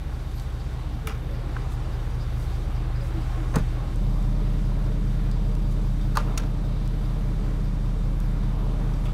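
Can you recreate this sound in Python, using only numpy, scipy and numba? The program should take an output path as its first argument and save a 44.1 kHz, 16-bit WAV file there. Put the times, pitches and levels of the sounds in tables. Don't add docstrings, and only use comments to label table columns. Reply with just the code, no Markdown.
import sys
import numpy as np
from scipy import signal
from scipy.fft import rfft, irfft, next_fast_len
from scipy.io import wavfile
from scipy.ndimage import uniform_filter1d
from numba import njit

SR = 44100
rng = np.random.default_rng(int(sys.argv[2]) if len(sys.argv) > 2 else 0)


def materialize(psi):
    bounded = np.clip(np.atleast_2d(psi).T, -1, 1)
    quanta = np.round(bounded * 32767).astype(np.int16)
    wavfile.write(sys.argv[1], SR, quanta)


def ratio_of_db(decibels):
    return 10 ** (np.asarray(decibels, float) / 20)


N = 402633
TIME = np.arange(N) / SR
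MOVE_S = 3.945

# time_s, firing_hz
CAB_SPEED = [(0.33, 40.02), (1.02, 40.1), (1.73, 39.65), (2.42, 39.85), (2.78, 39.79), (3.55, 40.01)]
WHEEL_SPEED = [(4.35, 39.84), (4.75, 40.0), (5.55, 39.99), (5.95, 39.86), (6.35, 40.26), (6.75, 40.38),
               (7.55, 39.98), (8.75, 39.94)]
# order (multiple of the engine cycle rate), level_db
CAB_ORDERS = [(8, -29.5), (11, -44.3), (12, -47.3), (13, -33.8), (14, -41.8), (15, -48.2), (16, -42.7),
              (17, -48.2), (18, -49.2), (19, -43.8), (23, -47.7), (24, -35.7), (25, -46.5), (26, -50.4),
              (27, -46.3), (28, -54.3), (29, -50.8), (30, -46.5), (31, -48.8), (33, -56.6), (35, -55.5),
              (38, -58), (40, -59.5), (41, -61), (46, -60), (56, -61.1), (57, -59.4), (59, -58.9),
              (60, -62.5), (64, -56.9)]
WHEEL_ORDERS = [(8, -23.5), (9, -56), (10, -55), (11, -46.5), (12, -52), (13, -38.3), (14, -49), (15, -54),
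                (16, -44.3), (17, -50), (18, -46.5), (19, -41), (22, -52.5), (23, -47), (24, -33.3),
                (25, -42), (26, -52), (27, -43.3), (28, -49), (29, -47), (30, -37.8), (31, -48.5),
                (32, -53), (33, -45), (34, -51.5), (35, -47.5), (36, -53), (37, -49), (38, -42.5),
                (39, -57), (40, -44), (41, -48.5), (43, -50), (44, -59), (50, -56), (54, -61), (55, -60),
                (56, -53), (57, -51.5), (59, -60), (60, -54), (62, -58.5), (63, -59), (64, -58.5)]
CYLINDER_DB = [7, 0, 0, 7, 0, 0, 5, 0]
CAB_ARRIVAL = .4705, [(8, 5), (12, 148.8), (23, 1.3), (27, 113), (31, 9), (45, 25), (59, 5), (65, 166.1)]
WHEEL_ARRIVAL = 4.371, [(8, 15.9), (20, 1), (26, 109.3), (32, 21.2), (36, 49.3), (41, 64), (56, 2.8),
                 (65, 90.1)]
# time_s, level_db
CAB_NEAR = [(0, -3.5), (.5, -3), (1, -4), (1.5, -1.5), (2, 0.2), (2.6, 0.5), (3.3, 2), (3.95, 0.5)]
WHEEL_NEAR = [(3.95, 0.91), (5, 0.58), (6, 0.38), (6.6, -1.5), (7.5, -1.1), (9.13, -0.46)]
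CAB_FOLLOWS, WHEEL_FOLLOWS = (0.83, 0.45, 0.34, 0.72), (0.77, 0.66, 0.67, 0.23)
# pitch_hz, level_db (per Hz)
CAB_ROAR = [(22, -10.3), (32, -2.7), (45, 0.0), (65, -2.8), (95, -4.8), (140, -5.4), (200, -11.0),
            (250, -11.1), (310, -10.6), (420, -14.0), (600, -16.0), (900, -19.6), (1400, -20.5),
            (1900, -25.4), (3000, -30), (5000, -40)]
WHEEL_ROAR = [(22, -12.8), (32, -7.4), (45, -4.4), (65, -4.0), (95, -1.1), (140, 0.0), (200, -4.2),
              (310, -8.8), (420, -9.4), (600, -12.7), (900, -17.9), (1400, -21.1), (1900, -25.2),
              (3000, -29.1), (5000, -40)]
# pitch_hz, width_hz, level_db
CAB_HOLLOWS = [(188, 57, 1), (310, 14, -8), (410, 25, -1), (788, 86, 6), (1080, 54, 5.5), (1430, 76, -22)]
WHEEL_HOLLOWS = [(295, 36, 3.5), (438, 27, 5), (600, 33, 5.7), (780, 24, 2.8), (967, 140, 3),
                 (1150, 270, 0.5)]
# pitch_hz, level_db (per Hz)
HISS = [(1180, -9), (2000, -6), (2260, -2), (2550, -9.5), (3390, -6), (3630, -1.5), (5090, -8.5),
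        (6050, -9.5), (7130, -11.5), (7840, -12.5), (13200, -15.5), (15800, -25.5)]
# pitch_hz, width_hz, level_db
BLOCK = [(3214, 100, -6), (3620, 65, -2), (4720, 67, -6), (5480, 67, -8.5), (5870, 160, -9),
         (7760, 110, -10)]
# centre_s, length_s, roar_db, hiss_db
SWELLS = [(.12, 0.16, 1, -0.5), (.38, 0.13, 0, 1.5), (1.3, 0.58, 2, -0.8), (2.49, 0.21, 0, 2.3),
          (3.4, 0.35, 0, 1.5), (4.2, 0.32, -0.3, 1.8), (5.8, 0.66, -0.5, 0.9), (6.29, 0.1, 3.5, 0),
          (6.45, 0.065, 2, 0.5), (6.68, 0.085, 1, -0.5), (7.44, 0.099, 1.6, 0.7), (8.63, 0.21, 2, -0.5)]
# pitch_hz, width_hz, level_db
SQUEAK = [(4830, 500, -63), (13600, 700, -71)]
# start_s, peak_db, pitch_hz
CHIRPS = [(0.3765, -47, 4580), (0.598, -49, 4650), (1.3488, -49, 4790), (1.6023, -54, 4820),
          (1.927, -53, 4730), (2.2054, -45.5, 4900), (2.5272, -50, 4720), (2.7494, -50, 4840),
          (2.9562, -50, 4860), (3.0081, -48, 4830), (3.2106, -48, 4800), (4.0926, -56, 4970),
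          (4.1395, -54, 4960), (4.4458, -59, 4810), (4.6374, -51, 4890), (5.3128, -47, 4770),
          (5.443, -52, 4780), (7.671, -57, 4690)]
# start_s, level_db, pitch_hz, t60_s (time to fade 60 dB)
SLAM = [(3.5588, -16, 215, .03), (3.5590, -25, 362, .08), (3.5644, -3, 160, .03), (3.5665, -10.5, 256, .03),
        (3.5679, -15, 39, .3), (3.5812, -17.5, 143, .09), (3.5882, -20.5, 59, .16), (3.5896, -25.5, 29, .3),
        (3.5931, -26, 191, .16), (3.6064, -27.5, 71, .3), (3.6204, -23, 37, .3)]
# pitch_hz, level_db, t60_s
BUCKLE = [(820, -12, .06), (1100, -9, 0.036), (1280, -0.5, 0.025), (1620, -5.5, 0.022), (1850, -8, .016),
          (2010, -4, 0.021), (2330, -1, 0.018), (2880, -3, 0.013), (3170, -7, 0.011), (4970, -6, .008),
          (5800, -6, .008), (6600, -11, .008)]
LATCH = [(441, 1.5, 0.043), (613, -3, 0.057), (840, -7, 0.06), (1090, -2, 0.038), (1180, -6, 0.044),
         (1310, -6, .04), (1464, -4.5, 0.053), (1730, -5, 0.045), (1870, -9, 0.037), (2126, -10, .03),
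         (2455, -10, .025), (3860, -16, .015), (6230, -13, 0.011)]
FLAP = [(580, -15.5, 0.12), (710, -16, .06), (930, -3, 0.038), (1085, -2, 0.03), (1215, 3, 0.025),
        (1340, 1, 0.024), (1600, -9, 0.03), (1810, -26, .02), (2676, -13, .015), (3700, -25, .012),
        (4160, -11.5, 0.011), (4550, -8.5, 0.0088), (5324, -15, .012), (6400, -14, 0.011)]
CAP = [(1100, -11, .02), (1360, -9, 0.024), (1550, -14, .018), (2530, -11, .012), (2687, -1.5, 0.014),
       (3182, -12, .012), (3680, -3, .014), (4250, -4.5, .016), (4900, -7, 0.013), (5740, 1, 0.017),
       (6500, -2.5, 0.013), (7036, -15, .01)]
TRIM = [(1070, -2, 0.027), (1350, 1, 0.012), (1530, 4.5, 0.012), (1740, -10, 0.012), (2250, -12, .008),
        (2750, -13, .008)]
SOLE = [(1230, 9, .03), (2220, 8, .015), (2760, 8, .015), (3320, 7, .015), (7650, -6, .01)]
SHELL = [(1050, -5, .02), (1360, 3, 0.023), (1540, -9, .018)]
# start_s, ring_db, crack_db, contact_s, dulling_db (per octave)
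BUCKLE_BLOWS = [
    (1.0714, -21.5, -28, 0.0025, 0.5),
    (1.0745, -37, -41, .009, -1),
    (1.085, -36, -47, 0.005, -1),
    (1.0945, -28.5, -52, .003, 0),
    (1.103, -30, -53, 0.008, 3),
    (1.113, -33.5, -58, 0.016, 2.5),
    (1.14, -42, -64, .03, 1),
]
LATCH_BLOWS = [
    (3.539, -26, -52, .006, .5),
    (3.546, -28, -54, 0.013, 2.5),
    (3.5575, -19.5, -26.5, 0.0058, .1),
    (3.5598, -23.5, -38, 0.0017, .3),
    (3.571, -29.5, -47, 0.03, 0.87),
]
FLAP_BLOWS = [
    (6.153, -26, -41, 0.012, .1),
    (6.1706, -11, -23, 0.0029, .1),
    (6.184, -29, -48, 0.011, 1.7),
    (6.197, -28, -51, .014, 2.),
]
CAP_BLOWS = [
    (6.3752, -22.5, -27.5, 0.0059, -1),
    (6.380, -36, -32, 0.0067, 8),
    (6.398, -38, -46, 0.0089, 1.5),
    (6.421, -42, -55, .008, 5),
    (6.433, -42, -54, .006, 2),
]
TRIM_BLOWS = [
    (1.5654, -23.5, -52, .0007, .1),
]
SOLE_BLOWS = [
    (9.053, -45, -58, .018, .1),
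    (9.078, -45, -60, .025, 4.),
]
SHELL_BLOWS = [
    (6.3778, -28, -60, .0015, .1),
    (6.382, -29, -60, .002, .1),
    (6.397, -34, -62, 0.0045, .1),
    (6.4335, -34, -62, .007, .1),
    (6.282, -37, -62, .004, .1),
    (6.303, -38, -62, .006, .1),
]
# start_s, peak_db, length_s
TICKS = [(0.3154, -37, .001), (0.3828, -33, .0006), (0.3986, -15, .00002), (1.723, -34, .001),
         (3.586, -32, .001), (3.96, -32, .001), (4.2273, -34, .001), (5.3144, -33, .001),
         (5.553, -17.5, .00002), (6.8772, -15, .00002), (8.203, -14, 0.000016)]
# centre_s, length_s, peak_db,
# pitch_hz, glide_hz_per_s
HUMS = [(.372, .02, -61, 12950, 9000), (.42, .018, -64, 12900, -6000), (1.25, .06, -51, 500, -300),
        (1.526, 0.045, -45, 318, 602), (1.103, 0.081, -46.5, 438, -60), (1.368, 0.066, -45.5, 555, -100),
        (1.618, 0.046, -44.5, 405, 300), (2.744, 0.13, -49, 310, -0.5), (2.799, 0.054, -56, 1090, 3),
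        (3.029, 0.083, -46.5, 550, -2), (3.166, 0.081, -42, 318, -150), (3.397, 0.12, -42.5, 320, -78.5),
        (3.367, 0.063, -51, 1090, -1), (3.719, .12, -46, 320, 55.5), (3.787, .07, -51, 1085, 1),
        (3.934, 0.027, -39.5, 332, -200), (3.938, 0.027, -46, 1085, -4)]
# start_s, level_db, length_s
RUSTLES = [(0.342, -61, 0.14), (1.07, -54, 0.048), (1.673, -58, 0.11), (2.328, -58, 0.18), (2.98, -59, .16),
           (5.695, -56.5, 0.049), (9.03, -57, 0.056)]
# start_s, peak_db, rise_s
GUSTS = [(0, -43, 0.059), (1.28, -41, .05), (1.70, -47, 0.072), (2.0, -50, .1), (7.33, -37, .05),
         (9.07, -51, 0.023)]


@njit
def svf(x, hz, width):
    y, band, low = np.empty(len(x)), 0., 0.
    g, k = np.tan(np.pi * hz / SR), width / hz
    for i in range(len(x)):
        v = (band + g * (x[i] - low)) / (1 + g * (g + k))
        band, low, y[i] = 2 * v - band, low + 2 * g * v, k * v
    return y


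def unit(x):
    return x / np.sqrt(np.mean(x ** 2))


def fade(t, t60):
    return np.exp(-np.log(1000) * t / t60)


def curve(rows):
    s, value = np.transpose(rows)
    return np.interp(TIME, s, value)


def walk(rate):
    hold = int(SR / rate)
    steps = np.repeat(rng.standard_normal(N // hold + 1), hold)
    return 1.3 * uniform_filter1d(uniform_filter1d(steps, hold), hold)[:N]


def coloured(points, flicker_db):
    hz, db = np.transpose(points)
    size = next_fast_len(N)
    f = np.arange(1, size // 2 + 2) * SR / size
    shape = ratio_of_db(np.interp(np.log(f), np.log(hz), db, -99, -99))
    spectrum = rfft(rng.standard_normal(size)) * shape
    octave = np.log2(f / 20).astype(int)
    out = np.zeros(N)
    for k in range(10):
        out += irfft(spectrum * (octave == k), size)[:N] * ratio_of_db(flicker_db * walk(9))
    return unit(out)


def add(out, s, burst):
    i = int(s * SR)
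    out[i:i + len(burst)] += burst[:N - i]


def exhaust(speed, orders, arrival, near, follows, wobble_db):
    firing_s, paths = arrival
    cycle = np.cumsum(curve(speed)) / SR / len(CYLINDER_DB)
    cycle = cycle - cycle[int(firing_s * SR)]
    pattern = np.angle(np.fft.fft(ratio_of_db(np.array(CYLINDER_DB))))
    tops, late_ms = np.transpose(paths)
    late = late_ms / 200
    near_db = np.outer(follows, curve(near))
    out = np.zeros(N)
    for k, db in orders:
        k = round(k)
        path = np.searchsorted(tops, k)
        angle = 2 * np.pi * k * (cycle - late[path]) + pattern[k % len(pattern)]
        jitter = .004 * k * walk(3)
        wander_db = wobble_db * np.sqrt(k / 8) * walk(3.984)
        part = (k > 8) + (k > 20)
        out += np.sqrt(2) * ratio_of_db(db + near_db[part] + wander_db) * np.cos(angle + jitter)
    return out, cycle


def roar(points, hollows):
    gas = coloured(points, 1.05)
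    return gas + sum(ratio_of_db(db - 8.0) * svf(gas, 1. * hz, 1. * width) for hz, width, db in hollows)


def swells():
    return sum(np.outer(db, np.exp(-((TIME - s) / length) ** 2)) for s, length, *db in SWELLS)


def gas_roar(cycle, moved, lift_db):
    cab_db = -44 + CAB_FOLLOWS[-1] * curve(CAB_NEAR)
    wheel_db = -45 + WHEEL_FOLLOWS[-1] * curve(WHEEL_NEAR)
    level_db = lift_db + (1 - moved) * cab_db + moved * wheel_db
    firing = 1.5 + 0.13 * np.cos(2 * np.pi * len(CYLINDER_DB) * cycle)
    cab_gas = ratio_of_db(0.76) * roar(CAB_ROAR, CAB_HOLLOWS)[::-1]
    wheel_gas = ratio_of_db(1.66) * roar(WHEEL_ROAR, WHEEL_HOLLOWS)
    return ratio_of_db(level_db) * firing * ((1 - moved) * cab_gas + moved * wheel_gas)


def valve_clatter(cycle, lift_db):
    turn = 0.75 + 0.17 * np.exp(-((2 * cycle - .2) % 1) / 1.24)
    taps = rng.standard_normal(N) * ratio_of_db(3.56 * rng.exponential(size=N))
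    block = sum(ratio_of_db(db) * unit(svf(taps, 1. * hz, 0.54 * width)) for hz, width, db in BLOCK)
    return ratio_of_db(lift_db - 60) * turn * (ratio_of_db(4.5) * coloured(HISS, 0.98) + ratio_of_db(-4.0) * block)


def valve_squeak(cycle, moved):
    squeak_at = np.where(moved > .5, 0.45, 0.37)
    place = (cycle - squeak_at + .5) % 1 - .5
    gate = np.exp(-(place / 0.095) ** 2) * ratio_of_db(1.5 * walk(4.6))
    return gate * sum(ratio_of_db(db) * unit(svf(rng.standard_normal(N), 1. * hz, 1. * width)) for hz, width, db in SQUEAK)


def belt():
    out, t = np.zeros(N), np.arange(SR // 10) / SR
    for s, db, hz in CHIRPS:
        squeak = unit(svf(rng.standard_normal(len(t)), 1. * hz, 240.0))
        add(out, s, ratio_of_db(db - 5.5) * squeak * np.exp(-t / 0.029))
    return out


def door():
    out, t = np.zeros(N), np.arange(SR // 2) / SR
    for s, db, hz, t60 in SLAM:
        attack = np.minimum(t / 0.0035, 1)
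        add(out, s, ratio_of_db(db) * np.sin(2 * np.pi * hz * t) * attack * fade(t, t60))
    return out


def knocks(modes, blows, crack_hz):
    out, t = np.zeros(N), np.arange(SR // 5) / SR
    hz, mode_db, t60 = np.transpose(modes)[:, :, None]
    build = np.minimum(t * hz / 2.3, 1)
    rings = np.sin(2 * np.pi * hz * t) * build * fade(t, t60)
    for s, db, crack_db, length, dull_db in blows:
        noise = rng.standard_normal((3, len(t)))
        contact = np.exp(-(t / length) ** 3)
        ring = signal.fftconvolve(rings, (noise[0] * contact)[None], axes=1)[:, :len(t)]
        ring = ring / np.abs(ring).max(axis=1, keepdims=True)
        ring = np.sum(ratio_of_db(mode_db - dull_db * np.log2(hz / 1300)) * ring, axis=0)
        crack = svf(svf(noise[1], crack_hz, 10500.0), 1.17 * crack_hz, 25000.)
        crack = 0.53 * unit(crack) * contact
        tail = unit(svf(svf(noise[2], 950.0, 2500.0), 1100.0, 4900.0))
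        tail = tail * np.minimum(t / 0.0057, 1) * np.exp(-t / 0.027)
        tail_db = max(db - 9.5, crack_db) - 13.0
        add(out, s, ratio_of_db(db - 5.5) * ring + ratio_of_db(crack_db) * crack + ratio_of_db(tail_db) * tail)
    return out


def things_handled():
    return (knocks(BUCKLE, BUCKLE_BLOWS, 10500.) + knocks(LATCH, LATCH_BLOWS, 6200.)
            + knocks(FLAP, FLAP_BLOWS, 5800.) + knocks(CAP, CAP_BLOWS, 6000.)
            + knocks(TRIM, TRIM_BLOWS, 3000.) + knocks(SOLE, SOLE_BLOWS, 5000.)
            + knocks(SHELL, SHELL_BLOWS, 4000.))


def ticks():
    out, t = np.zeros(N), np.arange(SR // 5) / SR
    for s, db, length in TICKS:
        noise = rng.standard_normal(len(t))
        click = ((t == 0) + (t > 0) * noise) * np.exp(-t / length)
        add(out, s, ratio_of_db(db - 5.5) * svf(svf(click, 4500.0, 14000.0), 4500., 16000.))
    return out


def hums():
    out, t = np.zeros(N), np.arange(-SR // 3, SR // 3) / SR
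    for s, length, db, hz, glide in HUMS:
        noise = rng.standard_normal(len(t))
        waver = unit(uniform_filter1d(uniform_filter1d(noise, SR // 30), SR // 30))
        angle = 2 * np.pi * np.cumsum(hz + glide * t + 6.95 * waver) / SR
        swell = ratio_of_db(db + 3.6 * waver[::-1]) * np.exp(-(t / length) ** 2)
        add(out, s + t[0], swell * np.sin(angle))
    return out * (TIME < MOVE_S + .01)


def rustles():
    out, t = np.zeros(N), np.arange(SR // 4) / SR
    for s, db, length in RUSTLES:
        noise = rng.standard_normal((2, len(t)))
        grains = noise[0] * ratio_of_db(4. * np.abs(noise[1]))
        swell = np.sin(np.pi * np.minimum(t / length, 1)) ** 2
        add(out, s, ratio_of_db(db) * unit(svf(grains, 7500.0, 9000.)) * swell)
    return out


def gusts():
    out, t = np.zeros(N), np.arange(SR // 2) / SR
    for s, db, rise in GUSTS:
        add(out, s, ratio_of_db(db) * np.sin(2 * np.pi * 27 * t) * t / rise * np.exp(1 - t / rise))
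    return out


def scene():
    cab, cab_cycle = exhaust(CAB_SPEED, CAB_ORDERS, CAB_ARRIVAL, CAB_NEAR, CAB_FOLLOWS, wobble_db=0.95)
    wheel, wheel_cycle = exhaust(WHEEL_SPEED, WHEEL_ORDERS, WHEEL_ARRIVAL, WHEEL_NEAR, WHEEL_FOLLOWS,
                                 wobble_db=0.34)
    moved = np.clip((TIME - MOVE_S) / 0.011, 0, 1)
    cycle = np.where(moved > .5, wheel_cycle, cab_cycle)
    roar_lift_db, hiss_lift_db = swells()
    engine = (1 - moved) * cab + moved * wheel
    engine = engine + gas_roar(cycle, moved, roar_lift_db) + valve_clatter(cycle, hiss_lift_db)
    engine = engine + valve_squeak(cycle, moved) + belt()
    handling = door() + things_handled() + ticks() + hums()
    return (engine + handling + rustles() + gusts())[None]


def band_limit(x):
    return signal.sosfilt(signal.butter(12, 16510, fs=SR, output="sos"), x)


def record(dry):
    top_cut = signal.ellip(8, .2, 36, 15750, fs=SR, output="sos")
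    mix = signal.sosfilt(top_cut, dry)
    return band_limit(mix)


dry = scene()
out = record(dry)
materialize(out)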